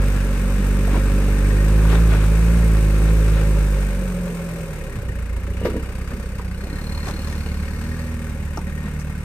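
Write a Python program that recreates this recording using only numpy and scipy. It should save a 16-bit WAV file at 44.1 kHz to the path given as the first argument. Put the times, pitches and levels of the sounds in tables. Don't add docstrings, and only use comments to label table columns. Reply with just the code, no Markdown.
import sys
import numpy as np
from scipy import signal
from scipy.fft import rfft, irfft, next_fast_len
from scipy.io import wavfile
from scipy.ndimage import uniform_filter1d, map_coordinates

SR = 44100
rng = np.random.default_rng(int(sys.argv[2]) if len(sys.argv) > 2 else 0)


def store_wav(level_fs):
    pcm = np.round(np.clip(np.atleast_2d(level_fs), -1, 1) * 32767)
    wavfile.write(sys.argv[1], SR, pcm.T.astype(np.int16))


N = 407484
T = np.arange(N) / SR
SIZE = next_fast_len(N + SR // 4, real=True)
BIN_HZ = np.arange(SIZE // 2 + 1) * SR / SIZE

# (time [s], firing rate [Hz])
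FIRING_RATE = [(0.0, 49.08), (0.37, 47.1), (0.56, 48.33), (1.4, 48.87), (2.03, 55.62), (2.22, 51.93),
               (2.55, 57.14), (2.89, 51.33), (3.12, 53.86), (3.62, 51.39), (4.25, 43.79), (4.64, 41.17),
               (5.06, 29.78), (5.3, 28.0), (5.79, 31.75), (6.19, 33.02), (6.51, 30.49), (6.86, 37.03),
               (7.34, 37.26), (7.57, 35.85), (7.99, 40.37), (8.65, 36.34), (8.81, 37.82), (9.24, 36.92)]
# (time [s], throttle opening [0-1])
THROTTLE_OPENING = [(0, 0.84), (.35, 0.67), (1, 0.88), (1.9, 0.84), (2.6, 0.72), (3.2, 0.75), (3.65, 0.57),
                    (4.15, 0.15), (4.8, 0.04), (5.3, 0.08), (5.85, 0.42), (6.5, 0.21), (6.9, 0.63),
                    (7.6, 0.67), (8.1, 0.62), (9.24, 0.52)]
# (time [s], distance [m])
TRUCK_DISTANCE = [(0, 5.74), (3, 6), (5, 5.7), (7, 7.8), (9.24, 10.5)]
CYLINDER_LEVELS = [-1.13, -1, -0.45, -2.3]

# (frequency [Hz], gain [dB])
BOOM_RESPONSE = [(28, -12.5), (37, -9), (43.3, -16.5), (47.5, -4.5), (52, -0.5), (57, 0), (65, -10),
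                 (74, -13), (80, -13.5), (86, -15), (96, -15.5), (106, -11)]
# (frequency [Hz], gain [dB])
PIPE_RESPONSE = [(85, 25.5), (92, 22), (101, 6), (118, 0), (143, 2), (157, 7.5), (167, 9), (182, 11),
                 (196, 3.5), (212, 2), (225, 1), (238, 7.5), (252, -2.5), (270, -4.5), (295, -4.5),
                 (320, -6.5), (340, -12.5), (362, 0.5), (385, -7.5), (410, -12), (437, -4), (490, -11),
                 (540, -10), (640, -20)]
OVERTONE_LEVELS = [0.86, -0.77, -1.5, 1.3, -3.5, -1.7, -2.4, -3.5, -2.7, -4, -5.5]
# (time [s], fourth [dB], upper [dB])
OVERTONE_SWELLS = [(0, -2.5, -7), (.5, 1.5, -0.5), (1.2, 3, 4), (1.6, 1, 1), (2.4, -4.5, 0.5),
                   (2.9, -0.5, 4.5), (3.3, -8, 3), (3.8, 0.5, 5), (4.2, 2, -9), (5, 2.5, -4), (6.2, 0, 1.5),
                   (7, 2, 1), (8.2, -1.5, 2.5), (8.9, 7.5, -0.5), (9.24, 6, 1)]
# (frequency [Hz], gain [dB])
HALF_ORDER_RESPONSE = [(45, 10), (56, 9), (75, 3), (97, 3), (125, -6), (220, 0), (280, -6.5), (450, -9)]

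# (frequency [Hz], relative density [dB per Hz])
RUMBLE_COLOUR = [(18, -27), (35, -9), (75, 2), (110, -2.5), (135, -0.5), (200, -1), (260, -13), (400, -44)]
BODY_COLOUR = [(190, 6.5), (260, -1.5), (320, 2), (360, 0), (410, 5), (440, 2.5), (480, 2), (555, 5),
               (590, -0.5), (640, -13.5), (900, -15.5)]
CLATTER_COLOUR = [(400, -29), (650, -2), (850, 3.5), (1250, 4), (1600, 4), (1850, -1), (2050, 2.5),
                  (2550, 2.5), (3000, -4.5), (3350, -7), (3800, -5.5), (4500, -8.5), (7000, -10),
                  (12000, -17)]
HISS_COLOUR = [(2500, -30), (4500, 1), (6500, 6.5), (7300, 4), (8200, 11), (9200, 6.5), (11000, 5.5),
               (13200, 2.5), (15000, 4.5)]
# (frequency [Hz], half width [Hz], level against the clatter [dB])
BLOCK_MODES = [(1075, 34, -8), (1365, 42, -10), (1546, 28, -4.5), (1693, 24, 1), (1840, 18, 1),
               (2610, 36, -11), (3630, 60, -9)]
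# (frequency [Hz], level [dB], t60 [s])
COVER_MODES = [(765, -5, 0.04), (969, -8.5, 0.06), (1190, -7.5, 0.049), (1517, -4.5, .04), (1707, -5, .04),
               (1857, 1, 0.058), (2160, -4, 0.054), (2513, -6.5, 0.039), (2898, -7.5, 0.061)]
# (frequency [Hz], relative density [dB per Hz])
TICK_COLOUR = [(1500, -12), (1900, 7), (2150, 6.5), (2600, -16), (2900, -14)]
RASP_COLOUR = [(370, -9), (410, -2.5), (440, -4.5), (470, -5.5), (520, -4), (560, 2.5), (585, -7.5),
               (620, -13)]

# (time [s], level [dB], frequency [Hz])
TYRE_THUDS = [(.59, -14, 200), (.932, -20, 296), (.972, -18, 335), (6.125, -22, 240), (6.175, -20, 218),
              (6.63, -25.5, 390), (6.725, -23, 290), (7.135, -30, 320), (7.187, -26, 242),
              (7.46, -28.5, 460), (8.576, -25.5, 303), (8.843, -19, 205), (8.878, -28, 219)]
# (time [s], knock level [dB], knock t60 [s], snap level [dB], relative pitch [ratio])
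STONE_KNOCKS = [(0.877, -22, 0.023, -52, 0.87), (.926, -28, 0.064, -58, 0.66),
                (.944, -28.5, 0.08, -60, 1.2), (.956, -27, .06, -60, .85), (.966, -27, 0.072, -60, 1.7),
                (1.853, -27, 0.056, -50, 1.2), (1.93, -24.5, 0.072, -44, 1.05), (2.117, -28, 0.1, -58, 1.8),
                (2.138, -30, 0.081, -56, .7), (3.41, -29, 0.04, -50, 1), (5.298, -40, 0.025, -54, 1.6),
                (6.012, -35, .04, -60, 1.5), (6.115, -32, .06, -60, 1.46), (6.199, -36, .03, -57, 1.9),
                (6.396, -31, 0.067, -60, 1.22), (6.947, -38, 0.037, -60, 1.2),
                (7.072, -28, 0.069, -42, 0.93), (7.089, -29, 0.11, -44, .95), (7.463, -35, 0.054, -58, 0.7),
                (8.118, -37, 0.052, -55, 1.2), (8.574, -27.5, 0.04, -32, 1.06),
                (8.579, -25.5, 0.043, -50, 1), (8.59, -35, 0.076, -43, 1.1), (8.879, -34, .04, -58, 1.3)]
# (frequency [Hz], relative density [dB per Hz])
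STONE_COLOUR = [(150, -31), (350, 14.5), (550, -6), (800, 9), (1200, -0.5), (1800, -7), (3500, -40),
                (12000, -20)]
SNAP_COLOUR = [(2000, -27), (4500, -14), (5500, 3), (6500, -9), (8500, -16), (15000, -24)]
# (frequency [Hz], half width [Hz], level against the knock [dB])
STONE_MODES = [(805, 31, 2), (1226, 35, 8)]
# (time of peak [s], half length [s], grit level [dB], sprayed sand level [dB])
TYRE_SCRAPES = [(0.96, 0.04, -35.5, -60), (1.933, 0.059, -27.5, -45), (2.137, 0.045, -30, -58),
                (2.23, 0.065, -36, -59), (3.082, 0.045, -39, -55), (3.366, 0.065, -35.5, -59),
                (7.078, 0.04, -34.5, -42), (7.3, 0.12, -41.5, -49), (8.86, 0.037, -42, -58),
                (9.009, 0.016, -50, -43.5)]
# (frequency [Hz], relative density [dB per Hz])
GRIT_COLOUR = [(120, 5), (300, 12), (650, 6.5), (1300, 7), (2200, 2.5), (3100, -2), (3800, -1), (5000, -15),
               (9000, -23), (15000, -28)]
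SAND_COLOUR = [(3000, -14), (5500, 7), (8500, 2), (14000, -7)]

# (start [s], length [s], first pitch [Hz], last pitch [Hz], level [dB])
INTAKE_WHISTLES = [(1.75, .95, 6550, 7000, -60), (2.65, 0.82, 6950, 6500, -67),
                   (5.554, 1.2, 4720, 4650, -55), (6.478, 1.74, 4140, 4410, -45)]
# (frequency [Hz], relative density [dB per Hz])
INTAKE_COLOUR = [(3500, 1), (5500, 6.5), (7500, -4), (14000, -3)]
# (time [s], level [dB], frequency [Hz])
PIPE_BURBLES = [(4.905, -32, 122), (4.95, -18.5, 135.4), (4.975, -16.5, 110), (5.025, -25, 122),
                (5.065, -24, 95), (5.08, -19, 125), (5.185, -23, 124)]
# (time [s], level [dB], frequency [Hz])
DRIVELINE_CLINKS = [(5.09, -33, 1840), (6.785, -30.5, 1840), (7.325, -30, 1840), (7.745, -35, 1835),
                    (8.775, -31, 1860)]
# (time [s], level [dB], relative crack level [dB], contact time [s])
SUSPENSION_CLUNKS = [(5.615, -25, -10, 0.00059), (5.648, -24.5, 3, .0003), (5.654, -16.5, -5.5, 0.00026),
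                     (5.668, -23, -14, 0.00045), (5.697, -15.5, -22, 0.0035), (5.741, -14, -25, 0.0021),
                     (5.763, -25, -22, 0.001), (6.137, -36.5, -2, .001), (6.669, -29.5, -6, 0.0013)]
# (frequency [Hz], level [dB], t60 [s])
CHASSIS_MODES = [(205, -10, 0.36), (241, -3, 0.46), (263, -3, 0.24), (317, -5.5, 0.29), (403, -1.5, 0.21),
                 (446, 0.5, 0.22), (498, 2, 0.14), (534, -3, 0.09), (586, -8, .16), (968, -9, 0.14),
                 (1160, -8, 0.092), (1223, -12, 0.14), (1525, -17, 0.1)]
# (frequency [Hz], relative density [dB per Hz])
CRACK_COLOUR = [(150, -9), (400, 16.5), (1000, -13), (2000, -4), (3200, -15.5), (4500, -15.5), (7000, -26),
                (15000, -25)]

# (frequency [Hz], likeness [0-1])
PORT_LIKENESS = [(200, 0.95), (600, 0.91), (800, 0.61), (1300, 0.95), (1900, 0.38), (2600, 0.12),
                 (3400, 0.14), (7500, 0.14), (8200, 0.71), (15000, 1)]
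# (frequency [Hz], left minus right [dB])
PORT_TILT = [(60, -1.5), (150, -.9), (550, -.3), (850, 4), (1100, 2.7), (1950, 6), (2500, 1.2), (3000, 3.5),
             (4500, 0), (7700, 1), (8300, -1.8), (10000, 0)]
# (frequency [Hz], left lead [rad])
PORT_LEAD = [(1400, .1), (1800, 1.5), (2400, 6.3), (2900, 8.1), (7000, 8.5), (8000, 7), (9400, 6.1),
             (11400, 3.1), (13400, 0), (15300, -2.5)]

PULL_HZ, NEAR_M = 50, 6
# (full-throttle level [dB], loss with throttle shut [dB], gain per octave of speed [dB],
# loss per doubling of distance [dB])
BOOM_LAW = (-13, 6, 7.5, 6)
OCTAVE_LAW = (-9, 18.5, -4.5, -1)
DRONE_LAW = (-33.5, -0.5, 20, 0.5)
RUMBLE_LAW = (-33, 2, 5, 2.5)
HALF_LAW = (-43.5, 9, -0.5, 3)
BODY_LAW = (-33, 7, 1, 13)
CLATTER_LAW = (-35, 6, 5.5, 6)
HISS_LAW = (-43, 2.5, 9.5, 5)
COVER_LAW = (-41, 4.5, -1, 2)

DULL_DB_PER_OCTAVE, DULL_ABOVE_HZ, ODD_LOSS_DB = 74, 195, 7
COVER_BOUNCE_DB = -3
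TICK_DB, RASP_DB = -53, -36.5
WHISTLE_ATTACK_S, WHISTLE_RELEASE_S, WHISTLE_SAG_DB_PER_S = 0.48, 0.21, 7
WHISTLE_WAVER_HZ, INTAKE_DB = 35, -8
THUD_T60_S, BURBLE_T60_S, CLINK_T60_S = 0.089, 0.11, 0.092
TOP_HZ = 15400


def undb(db):
    return 10 ** (np.asarray(db) / 20)


def unit(x):
    return x / np.sqrt(np.mean(x ** 2))


def curves(table):
    s, *columns = np.transpose(table)
    return [np.interp(T, s, column) for column in columns]


def at(points, hz):
    f, value = np.transpose(points)
    return np.interp(np.log(hz + 1), np.log(f), value)


def noise(points, modes=()):
    outside = np.abs(np.log((BIN_HZ + 1) / np.clip(BIN_HZ, points[0][0], points[-1][0])))
    gain = undb(at(points, BIN_HZ) - 50 * outside)
    peaks = sum(undb(db) / (1 + ((BIN_HZ - hz) / width) ** 2) for hz, width, db in modes)
    gain = gain * (1 + peaks)
    like = np.clip(at(PORT_LIKENESS, BIN_HZ), 0, 1)
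    white = rfft(rng.standard_normal((2, SIZE)))
    mid, side = white * np.sqrt([1 + like, 1 - like]) * gain
    return unit(irfft(np.array([mid + side, mid - side]), SIZE)[:, :N])


def walk(hz):
    k = int(SR / hz)
    steps = np.repeat(rng.standard_normal(N // k + 1), k)
    return unit(uniform_filter1d(uniform_filter1d(steps, k), k)[:N])


def fade(t60):
    return np.exp(-np.log(1000) * T[:SR // 2] / t60)


def add(out, s, sound):
    i = int(s * SR)
    out[:, i:i + sound.shape[-1]] += sound[..., :N - i]


def per_firing(turns, scatter_db):
    k = np.floor(turns).astype(int) + 2
    return undb(np.resize(CYLINDER_LEVELS, N)[k] + scatter_db * rng.standard_normal(N)[k])


def bursts(turns, lag, rise, decay, steady, scatter_db):
    turns, t = turns - lag, T[:SR // 8]
    starts = np.diff(np.floor(turns), prepend=np.floor(turns[0]))
    kicks = starts * per_firing(turns, scatter_db) ** 2
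    pulse = (1 - np.exp(-t / rise)) ** 2 * np.exp(-t / decay)
    power = np.abs(signal.fftconvolve(kicks, pulse)[:N])
    power = power / uniform_filter1d(power, SR // 4)
    return np.sqrt((power + steady) / (1 + steady))


def loudness(law, hz):
    full_db, shut_db, speed_db, far_db = law
    (throttle,), (metres,) = curves(THROTTLE_OPENING), curves(TRUCK_DISTANCE)
    near_db = full_db - shut_db * (1 - throttle) + speed_db * np.log2(hz / PULL_HZ)
    return near_db - far_db * np.log2(metres / NEAR_M)


def thumps(table, t60):
    out, t = np.zeros((2, N)), T[:SR // 2]
    for s, db, hz in table:
        ring = np.sin(2 * np.pi * hz * t) + 0.15 * np.sin(2 * np.pi * 1.7 * hz * t)
        add(out, s, undb(db) * (1 - np.exp(-t / 0.0028)) * fade(t60) * ring)
    return out


def exhaust(turns, hz):
    shut = np.clip(1 - curves(THROTTLE_OPENING)[0], 0, 1)
    angle = 2 * np.pi * (turns + .004 * walk(35))
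    late = .8 + 3.3 * np.arctan((hz - 37) / 7)
    boom_db = loudness(BOOM_LAW, hz) + at(BOOM_RESPONSE, hz) + 0.5 * walk(26.2)
    boom = undb(boom_db) * np.cos(angle - late)
    octave_db = loudness(OCTAVE_LAW, hz) + at(BOOM_RESPONSE, 2 * hz) + 1.04 * walk(25)
    octave = undb(octave_db) * np.cos(2 * angle)

    pipe = 0
    fourth_db, upper_db = curves(OVERTONE_SWELLS)
    for k, db in zip(range(3, 14), OVERTONE_LEVELS):
        octaves_up = np.clip(np.log2(k * hz / DULL_ABOVE_HZ), 0, .8)
        dull_db = shut ** 2 * (DULL_DB_PER_OCTAVE * octaves_up + ODD_LOSS_DB * (k % 2))
        shift = .12 * (k - 2) * (rng.standard_normal() + .4 * walk(1.5)) - .25 * (k - 3)
        swell_db = (k == 4) * fourth_db + (k >= 6) * upper_db
        level_db = db + at(PIPE_RESPONSE, k * hz) - dull_db + swell_db + .5 * walk(9)
        pipe = pipe + undb(level_db) * np.cos(k * angle + shift)

    lumps = uniform_filter1d(per_firing(turns + .5, scatter_db=.3), SR // 100) ** (42 / hz)
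    gusts = bursts(turns, lag=-.15, rise=.003, decay=.009, steady=.9, scatter_db=1.5)
    rumble = noise(RUMBLE_COLOUR) * gusts * undb(loudness(RUMBLE_LAW, hz))
    drone = pipe * undb(loudness(DRONE_LAW, hz))
    return rumble - np.sqrt(2) * (boom + lumps * (octave + drone))


def lope(turns, hz):
    tones = 0
    for k in np.arange(1.5, 9):
        gain = undb(at(HALF_ORDER_RESPONSE, k * hz) + 2 * walk(4))
        tones = tones + gain * np.cos(2 * np.pi * (k * turns + rng.random()) + .5 * walk(3))
    return np.sqrt(2) * tones * undb(loudness(HALF_LAW, hz))


def engine_bay(turns, hz):
    fan = (hz / 45) ** 4
    shakes = bursts(turns, lag=0.063, rise=0.0034, decay=0.01, steady=fan, scatter_db=1.0)
    knocks = bursts(turns, lag=-.18, rise=.001, decay=.012, steady=.8 + 1.1 * fan, scatter_db=3)
    puffs = bursts(turns, lag=-.25, rise=.007, decay=.0055, steady=.05 + .05 * fan, scatter_db=.9)
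    body = noise(BODY_COLOUR) * shakes * undb(loudness(BODY_LAW, hz))
    clatter_gain = undb(loudness(CLATTER_LAW, hz) + walk(600))
    clatter = noise(CLATTER_COLOUR, BLOCK_MODES) * knocks * clatter_gain
    hiss = noise(HISS_COLOUR) * puffs * undb(loudness(HISS_LAW, hz))
    return body + clatter + hiss


def covers(turns, hz):
    kicks = np.diff(np.floor(turns + .12), prepend=0)
    out = 0
    for mode_hz, db, t60 in COVER_MODES:
        bounces = (rng.random(N) < 2 * hz / SR) * undb(COVER_BOUNCE_DB)
        strikes = (kicks + bounces) * rng.standard_normal(N) * undb(db + 2 * walk(5))
        ring = fade(t60) * np.sin(2 * np.pi * mode_hz * T[:SR // 2])
        out = out + signal.oaconvolve(strikes, ring)[:N]
    return out * undb(loudness(COVER_LAW, hz))


def valves_and_rasp(turns, hz):
    throttle, = curves(THROTTLE_OPENING)
    ticks = bursts(turns, lag=-.12, rise=.0007, decay=.005, steady=.04, scatter_db=2)
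    overrun = np.clip(1 - throttle, 0, 1) * (hz / 43) ** 4
    valves = noise(TICK_COLOUR) * ticks * undb(TICK_DB) * (33 / hz)
    return valves + noise(RASP_COLOUR) * overrun * undb(RASP_DB)


def thuds():
    return thumps(TYRE_THUDS, THUD_T60_S)


def tyres():
    out, knock, snap = np.zeros((2, N)), noise(STONE_COLOUR, STONE_MODES), noise(SNAP_COLOUR)
    steps = np.arange(SR // 2)
    for s, db, t60, snap_db, pitch in STONE_KNOCKS:
        start = rng.integers(N // 2)
        stone = np.array([map_coordinates(port, [start + pitch * steps], order=1) for port in knock])
        add(out, s, undb(db) * fade(t60) * stone + undb(snap_db) * fade(0.027) * snap[:, start + steps])

    grit, sand = np.zeros((2, N))
    for s, length, grit_db, sand_db in TYRE_SCRAPES:
        slip = np.exp(-((T - s) / length) ** 2)
        grit += undb(grit_db) * slip
        sand += undb(sand_db) * slip
    catches = unit(undb(3.2 * walk(450)))
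    return out + catches * (grit * noise(GRIT_COLOUR) + sand * noise(SAND_COLOUR))


def whistle(turns):
    tone, rush, waver_hz = 0, 0, WHISTLE_WAVER_HZ * walk(400)
    for s, length, first_hz, last_hz, db in INTAKE_WHISTLES:
        age = np.clip(T - s, 0, length)
        attack = np.minimum(age / WHISTLE_ATTACK_S, 1)
        release = np.minimum((length - age) / WHISTLE_RELEASE_S, 1)
        swell = undb(db) * attack * release
        hz = first_hz + (last_hz - first_hz) * age / length + waver_hz
        sag = undb(-WHISTLE_SAG_DB_PER_S * age)
        tone = tone + swell * sag * np.sin(2 * np.pi * np.cumsum(hz) / SR)
        rush = rush + swell
    chop = bursts(turns, lag=-.12, rise=.002, decay=.0025, steady=.01, scatter_db=1.1)
    tone = np.sqrt(2) * tone * chop * undb(1.8 * walk(7))
    return tone + rush * undb(INTAKE_DB) * noise(INTAKE_COLOUR)


def burbles():
    return thumps(PIPE_BURBLES, BURBLE_T60_S)


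def clinks():
    return thumps(DRIVELINE_CLINKS, CLINK_T60_S)


def suspension():
    out, crack, t = np.zeros((2, N)), noise(CRACK_COLOUR), T[:SR // 2]
    for s, db, crack_db, contact in SUSPENSION_CLUNKS:
        detune = 1 + 0.013 * rng.standard_normal(len(CHASSIS_MODES))
        ring = 0
        for (f, mode_db, t60), d in zip(CHASSIS_MODES, detune):
            strength = undb(mode_db) / (1 + (f * contact) ** 2)
            ring = ring + strength * fade(t60) * np.sin(2 * np.pi * f * d * t)
        piece = rng.integers(N - SR) + np.arange(len(t))
        snap = undb(crack_db) * fade(0.21) * crack[:, piece]
        add(out, s, undb(db) * (1 - np.exp(-t / contact)) * (0.54 * ring + snap))
    return out


def ports(x):
    sides = np.array([[.5], [-.5]])
    level = undb(sides * at(PORT_TILT, BIN_HZ))
    phase = np.exp(1j * sides * at(PORT_LEAD, BIN_HZ))
    return irfft(rfft(x, SIZE) * level * phase, SIZE)[:, :N]


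def scene():
    hz, = curves(FIRING_RATE)
    turns = np.cumsum(hz) / SR
    engine = exhaust(turns, hz) + lope(turns, hz) + engine_bay(turns, hz) + covers(turns, hz)
    engine = engine + valves_and_rasp(turns, hz) + whistle(turns) + burbles() + clinks()
    return ports(engine + thuds() + tyres() + suspension())


def record(dry):
    return signal.sosfilt(signal.ellip(10, .2, 80, TOP_HZ, fs=SR, output="sos"), dry)


dry = scene()
out = record(dry)
store_wav(out)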